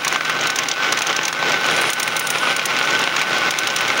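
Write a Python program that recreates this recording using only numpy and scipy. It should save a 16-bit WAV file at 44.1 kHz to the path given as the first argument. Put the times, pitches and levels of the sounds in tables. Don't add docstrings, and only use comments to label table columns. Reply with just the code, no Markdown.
import sys
import numpy as np
from scipy import signal
from scipy.fft import rfft, irfft, next_fast_len
from scipy.io import wavfile
from scipy.ndimage import uniform_filter1d, minimum_filter1d, map_coordinates

SR = 44100
rng = np.random.default_rng(int(sys.argv[2]) if len(sys.argv) > 2 else 0)


def store_wav(level_fs):
    pcm = np.round(np.clip(np.atleast_2d(level_fs), -1, 1) * 32767)
    wavfile.write(sys.argv[1], SR, pcm.T.astype(np.int16))


N = 4 * SR
TIME_S = np.arange(N) / SR


def amp(db):
    return 10 ** (np.asarray(db) / 20)


def unit(x):
    return x / np.sqrt(np.mean(x ** 2) + 1e-20)


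def at_pitch(points, hz):
    pitches, values = np.transpose(points)
    return np.interp(np.log(hz + 1), np.log(pitches + 1), values)


def curve(rows):
    return np.interp(TIME_S, *np.transpose(rows))


def wobble(rate_hz):
    values = rng.standard_normal(int(N * rate_hz / SR) + 4)
    return map_coordinates(values, [TIME_S * rate_hz])


def colour(x, points):
    size = 2 * next_fast_len(len(x))
    gain = amp(at_pitch(points, np.fft.rfftfreq(size, 1 / SR)))
    cepstrum = irfft(np.log(gain))
    cepstrum[1:size // 2] *= 2
    cepstrum[size // 2 + 1:] = 0
    return irfft(rfft(x, size) * np.exp(rfft(cepstrum)))[:len(x)]


def noise(points):
    return unit(colour(rng.standard_normal(N), points))


def add(track, start_s, sound):
    i = max(0, round(start_s * SR))
    track[i:i + len(sound)] += sound[:max(0, N - i)]


def burst(attack_s, hold_s, fade_s):
    t = np.arange(SR // 12) / SR
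    rise = 1 - np.exp(-t / attack_s)
    fall = amp(-60 * np.maximum(t - hold_s, 0) / fade_s)
    return rng.standard_normal(len(t)) * rise * fall


# pitch_hz, fade_s
ECHO_FADES = [(150, 0.27), (1500, 0.079), (6000, 0.03), (15000, 0.13)]

def room_echo(sound):
    hz, t, spectrum = signal.stft(rng.standard_normal(SR // 3), SR, nperseg=256)
    fade = amp(-60 * t / at_pitch(ECHO_FADES, hz)[:, None])
    tail = signal.istft(spectrum * fade, SR, nperseg=256)[1]
    return signal.fftconvolve(sound, tail / np.linalg.norm(tail))[:N]


# time_s, level_db
PAPER_LOAD = [(0.0, -24), (0.06, -22.5), (0.14, -19.5), (0.19, -25.5), (0.44, -19.0), (0.52, -24.5),
              (0.58, -21.5), (0.73, -23.5), (0.75, -26.5), (0.83, -18.5), (0.93, -19), (0.95, -21),
              (1.05, -24), (1.11, -17), (1.14, -22), (1.26, -23), (1.32, -26), (1.48, -17.5), (1.6, -20.0),
              (1.66, -17), (1.89, -18), (1.94, -28), (2.0, -20.5), (2.03, -23.5), (2.13, -20.5),
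              (2.22, -23), (2.51, -18), (2.56, -23), (2.63, -22), (2.73, -18), (2.79, -20), (3.02, -17.0),
              (3.06, -23), (3.15, -20.5), (3.26, -21.5), (3.34, -17.5), (3.38, -20), (3.49, -17.5),
              (3.51, -24), (3.65, -21), (3.74, -22.5), (3.86, -19.5), (3.95, -20), (3.99, -18)]

def paper_load():
    return curve(PAPER_LOAD)


# pitch_hz, gain_db
RUMBLE_TONE = [(40, -32), (90, -17.5), (140, -3.5), (280, 1.5), (500, 3), (900, -9.5), (3000, -55)]

def paper_rumble(load_db, rumble_db=-35, load_gain=1.49):
    return amp(rumble_db + load_gain * (load_db - load_db.mean())) * noise(RUMBLE_TONE)


# cycles_per_turn, level_db
HUM_TONES = [(4, -51.5), (5, -43.5), (8, -48), (9, -48.5), (11, -48), (15, -47)]
# time_s, gain_db
HUM_SWELL = [(0, -3), (.35, 4.5), (.8, 0.5), (4, -2)]

def motor_hum(angle, load_db, roughness=.17, load_gain=.6):
    hum = 0
    for cycles, level_db in HUM_TONES:
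        strength = amp(level_db) * (1 + roughness * wobble(6.34))
        hum += strength * np.sin(cycles * angle + roughness * wobble(18))
    return amp(curve(HUM_SWELL) + load_gain * (load_db - load_db.mean())) * hum


# time_s, pitch_drop_hz, whine_level_db
NOTE_PICKS = [(0, 71.7, -35), (0.095, 61.5, -30.5), (0.226, 94.5, -30), (0.329, 50, -28.5),
              (0.421, 93.8, -28.5), (.51, 72.2, -31.5), (.6, 50.3, -33), (.68, 50.54, -34),
              (.76, 75.7, -26), (0.851, 64.1, -25.5), (.925, 80.2, -32.5), (1.015, 78, -33.5),
              (1.111, 70.2, -31), (1.209, 40.1, -37), (1.34, 110, -30), (1.41, 35, -27), (1.495, 90.1, -28),
              (1.59, 75, -25.5), (1.68, 75.4, -26), (1.755, 70.1, -25.5), (1.849, 84.6, -34),
              (1.948, 70, -27.5), (2.02, 62.04, -33.5), (2.127, 60.3, -29), (2.211, 89.4, -29),
              (2.295, 130, -29), (2.345, 65.06, -31), (2.39, 128.2, -22), (2.475, 100, -26),
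              (2.58, 65.45, -32.5), (2.655, 80.5, -33), (2.74, 69.2, -27.5), (2.82, 107.9, -27),
              (2.905, 90, -22.5), (2.99, 65, -32), (3.081, 44.77, -34), (3.162, 109.5, -29),
              (3.245, 70.1, -28), (3.329, 80.36, -26.5), (3.42, 85, -24.5), (3.505, 104.4, -35),
              (3.59, 82.4, -27.5), (3.68, 80.45, -32), (3.771, 65.9, -28), (3.844, 74, -30),
              (3.949, 60.4, -28)]
GEAR_TEETH = 48

def pitch_drop(half_width_s=.031):
    return sum(hz * np.exp(-((TIME_S - time_s) / half_width_s) ** 2) for time_s, hz, _ in NOTE_PICKS)


def shaft_angle(free_whine_hz=1553):
    turns_per_s = (free_whine_hz - pitch_drop()) / GEAR_TEETH
    return 2 * np.pi * np.cumsum(turns_per_s) / SR


def gear_whine(angle, gain_db=6.6, dip_db_per_hz=.065, swell_delay_s=.045, roughness=.15):
    swell_db = curve([(time_s + swell_delay_s, db) for time_s, _, db in NOTE_PICKS])
    level_db = gain_db + swell_db - dip_db_per_hz * pitch_drop()
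    phase = GEAR_TEETH * angle
    flutter = wobble(130) * np.sin(phase) + wobble(130) * np.cos(phase)
    return amp(level_db) * (np.sin(phase) + roughness * flutter)


# time_s, level_db
HISS_LEVELS = [(0.0, -48.5), (0.75, -55), (0.98, -51), (1.2, -53), (1.58, -50.5), (1.73, -39.5),
               (1.89, -37.5), (1.93, -48.5), (2.42, -39.5), (2.58, -46.5), (3.0, -46.5), (3.13, -48.5),
               (3.99, -48)]
# pitch_hz, gain_db
HISS_TONE = [(3000, -30), (7000, -12), (8100, -10), (8900, 0), (9100, -1), (9350, 3), (9900, -4),
             (11000, -10), (13000, -22), (16000, -23)]
# pitch_hz, gain_db
SIZZLE_TONE = [(8000, -12), (14000, -30), (15000, -5), (15700, 6), (15950, -22)]

def paper_hiss(gain_db=1, flutter_db=2, sizzle_db=-49):
    hiss = amp(curve(HISS_LEVELS) + gain_db + flutter_db * wobble(74)) * noise(HISS_TONE)
    sizzle = amp(sizzle_db + 1.5 * wobble(60)) * noise(SIZZLE_TONE)
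    return hiss + sizzle


# pitch_hz, gain_db
HOUSING_TONE = [(40, -36), (82, -32), (100, -12), (135, -11.5), (205, -14), (260, -12.5), (380, -3.5),
                (440, -10.5), (520, -0.5), (630, 1), (700, -3.5), (780, 5.5), (870, 1.5), (970, -2.5),
                (1070, 2), (1180, 2), (1290, 4.5), (1430, 5.5), (1630, -2.5), (1830, 4), (2040, 0.5),
                (2170, 4), (2350, 1.5), (2550, 1.05), (3100, -0.7), (3500, -3.5), (3850, -4), (4500, -8.5),
                (5300, -8), (6600, -12.5), (7600, -21.5), (10000, -39), (14000, -29.5), (16000, -32)]

def rollers(angle, load_db, ribs=4, rub_db=-4, rattle_db=-4.5, flutter_db=1.82):
    jitter_s, scatter_db, fade_s = .0016, 3.5, .026
    ribs_passed = np.floor(ribs * angle / (2 * np.pi))
    t = np.arange(SR // 50) / SR
    taps = np.zeros(N)
    for start_s in np.flatnonzero(np.diff(ribs_passed)) / SR:
        lateness, force = rng.standard_normal(2)
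        tap_db = scatter_db * np.clip(force, -2, 1) - 60 * t / fade_s
        add(taps, start_s + jitter_s * lateness, amp(tap_db) * rng.standard_normal(len(t)))
    rub = noise(HOUSING_TONE) * amp(flutter_db * wobble(70))
    rattle = unit(colour(taps, HOUSING_TONE))
    return amp(load_db) * (amp(rub_db) * rub + amp(rattle_db) * rattle)


# pitch_multiple, gain_db
GUIDE_TONE = [(.1, -24), (.45, -9), (.75, -4), (1, .5), (1.35, -4), (2.2, -9), (4, -20), (12, -45)]
# start_s, level_db, pitch_hz
GUIDE_KNOCKS = [(0.069, -20.5, 1150), (0.1249, -20, 1070), (0.1588, -16.5, 1210), (0.208, -18, 1390),
                (0.2965, -17, 1290), (0.457, -18.5, 1110), (0.4966, -20, 1350), (0.5875, -23, 2800),
                (0.7135, -20.5, 3530), (0.738, -28, 3320), (0.973, -21.5, 2370), (1.0079, -21, 1110),
                (1.1, -21, 1070), (1.128, -21, 3150), (1.1901, -17.5, 1250), (1.327, -22, 1184),
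                (1.4262, -18, 1150), (1.4959, -26, 4040), (1.519, -22, 2370), (1.542, -19.5, 1820),
                (1.711, -19, 1340), (1.764, -26, 4276), (1.789, -29, 2284), (1.8407, -19, 1145),
                (1.8941, -20, 2041), (2.0769, -18.5, 1930), (2.3557, -19, 1338), (2.4314, -20, 1153),
                (2.4712, -20, 1107), (2.5938, -18.5, 2050), (2.765, -23, 2870), (2.7877, -20.5, 2756),
                (2.8121, -15.5, 1290), (2.8735, -20.5, 2047), (2.9298, -27, 4660), (2.951, -20, 2183),
                (3.0387, -20.5, 2988), (3.074, -16, 1383), (3.1662, -18, 2120), (3.2135, -17.5, 2120),
                (3.33, -20, 1503), (3.4166, -20, 1188), (3.538, -21.5, 2198), (3.6332, -23, 2283),
                (3.6702, -21, 2220), (3.7626, -23, 2400), (3.8074, -19.5, 2203), (3.9014, -16, 1558)]

def guide_knocks(gain_db=-9, soften_above_hz=6500):
    track = np.zeros(N)
    for start_s, level_db, pitch_hz in GUIDE_KNOCKS:
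        blow = burst(attack_s=.0002, hold_s=.00086, fade_s=.018)
        tone = [(pitch_hz * multiple, db) for multiple, db in GUIDE_TONE]
        add(track, start_s, amp(level_db + gain_db) * unit(colour(blow, tone)))
    return signal.lfilter(*signal.butter(2, soften_above_hz, fs=SR), track)


# pitch_hz, gain_db
RING_TONE = [(200, -24), (1200, -9), (3200, -5), (3850, -2), (4400, -7), (5250, -6), (5550, -2), (5750, -5),
             (6000, 2), (6250, -4), (6500, -1), (6900, -5), (7500, -17), (9000, -34), (16000, -50)]
# pitch_hz, gain_db
EDGE_TONE = [(3000, -40), (7000, -14), (8100, -12), (8900, -1), (9100, -3), (9350, 3), (9900, -11),
             (11000, -12), (13000, -14), (13900, -19), (14700, -6), (15100, -7), (15700, -1), (16000, -16)]
# start_s, ring_level_db, edge_level_db
NOTE_SNAPS = [(0.0467, -8.5, -28.5), (0.0776, -6, -24.5), (0.125, -14, -33), (0.159, -14.5, -42),
              (0.249, -15.5, -40), (0.296, -17, -31), (0.409, -11, -38), (0.4334, -14, -40),
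              (0.47, -9.5, -28.5), (0.5006, -8, -30.5), (0.558, -8.5, -29), (0.5865, -5.5, -28.5),
              (0.634, -15, -38), (0.6849, -7, -29.5), (0.713, -7, -47), (0.9225, -3.5, -24),
              (0.9726, -14, -35), (0.988, -10, -33), (1.0187, -7.5, -29), (1.068, -7, -32),
              (1.098, -14, -41), (1.128, -18, -51), (1.1627, -6.5, -32.5), (1.231, -12, -41),
              (1.2515, -6.5, -31), (1.2799, -8, -28), (1.3273, -14, -34), (1.5189, -12, -37),
              (1.6615, -14, -33), (1.711, -19, -31), (1.7631, -13, -40), (1.8124, -30, -23.5),
              (1.9006, -10.5, -23.5), (1.9309, -10, -23.5), (1.9981, -9.5, -24), (2.0288, -9, -22),
              (2.076, -20, -28.5), (2.1648, -9.5, -23.5), (2.1936, -13, -20.5), (2.2694, -10, -24),
              (2.3019, -8.5, -19), (2.383, -13.5, -38), (2.5633, -10.5, -25), (2.6551, -7.5, -21.5),
              (2.7867, -24, -31.5), (2.8245, -15.5, -45), (2.8491, -16, -40), (2.9051, -11, -40),
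              (2.991, -14, -32), (3.015, -17, -34), (3.1626, -9.5, -35), (3.1907, -15, -37),
              (3.2147, -15, -32), (3.382, -14, -34), (3.5066, -7, -26.5), (3.586, -6, -26),
              (3.6716, -9, -28), (3.7006, -11, -49), (3.7612, -7, -24), (3.785, -13, -38),
              (3.8089, -20, -31), (3.8793, -12, -33), (3.9744, -14.5, -33)]

def note_snaps(ring_gain_db=-21, edge_gain_db=-11, even_mix_db=-30):
    track = np.zeros(N)
    for start_s, ring_db, edge_db in NOTE_SNAPS:
        flick = burst(attack_s=.0004, hold_s=.003, fade_s=.026)
        ring = unit(colour(flick, RING_TONE))
        clean = unit(colour(flick, EDGE_TONE))
        dragging = unit(colour(flick, HISS_TONE))
        hiss_db = np.interp(start_s, *np.transpose(HISS_LEVELS))
        blend = np.arctan(amp(hiss_db - even_mix_db))
        edge = unit(np.cos(blend) * clean + np.sin(blend) * dragging)
        add(track, start_s, amp(ring_db + ring_gain_db) * ring + amp(edge_db + edge_gain_db) * edge)
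    return track


def scene(echo_db=-13):
    angle, load_db = shaft_angle(), paper_load()
    paper = note_snaps() + guide_knocks() + paper_hiss() + rollers(angle, load_db)
    echo = amp(echo_db) * room_echo(paper)
    machine = gear_whine(angle) + motor_hum(angle, load_db) + paper_rumble(load_db)
    return (paper + echo + machine)[None]


def record(dry, ceiling=.66, window_samples=50, bass_cut_hz=50, top_hz=15950):
    needed_gain = ceiling / np.maximum(np.abs(dry), ceiling)
    smooth_gain = uniform_filter1d(minimum_filter1d(needed_gain, window_samples), window_samples)
    hz = np.fft.rfftfreq(N, 1 / SR)
    band = hz / np.hypot(hz, bass_cut_hz) * (hz < top_hz)
    return irfft(rfft(dry * smooth_gain) * band, N)


dry = scene()
out = record(dry)
store_wav(out)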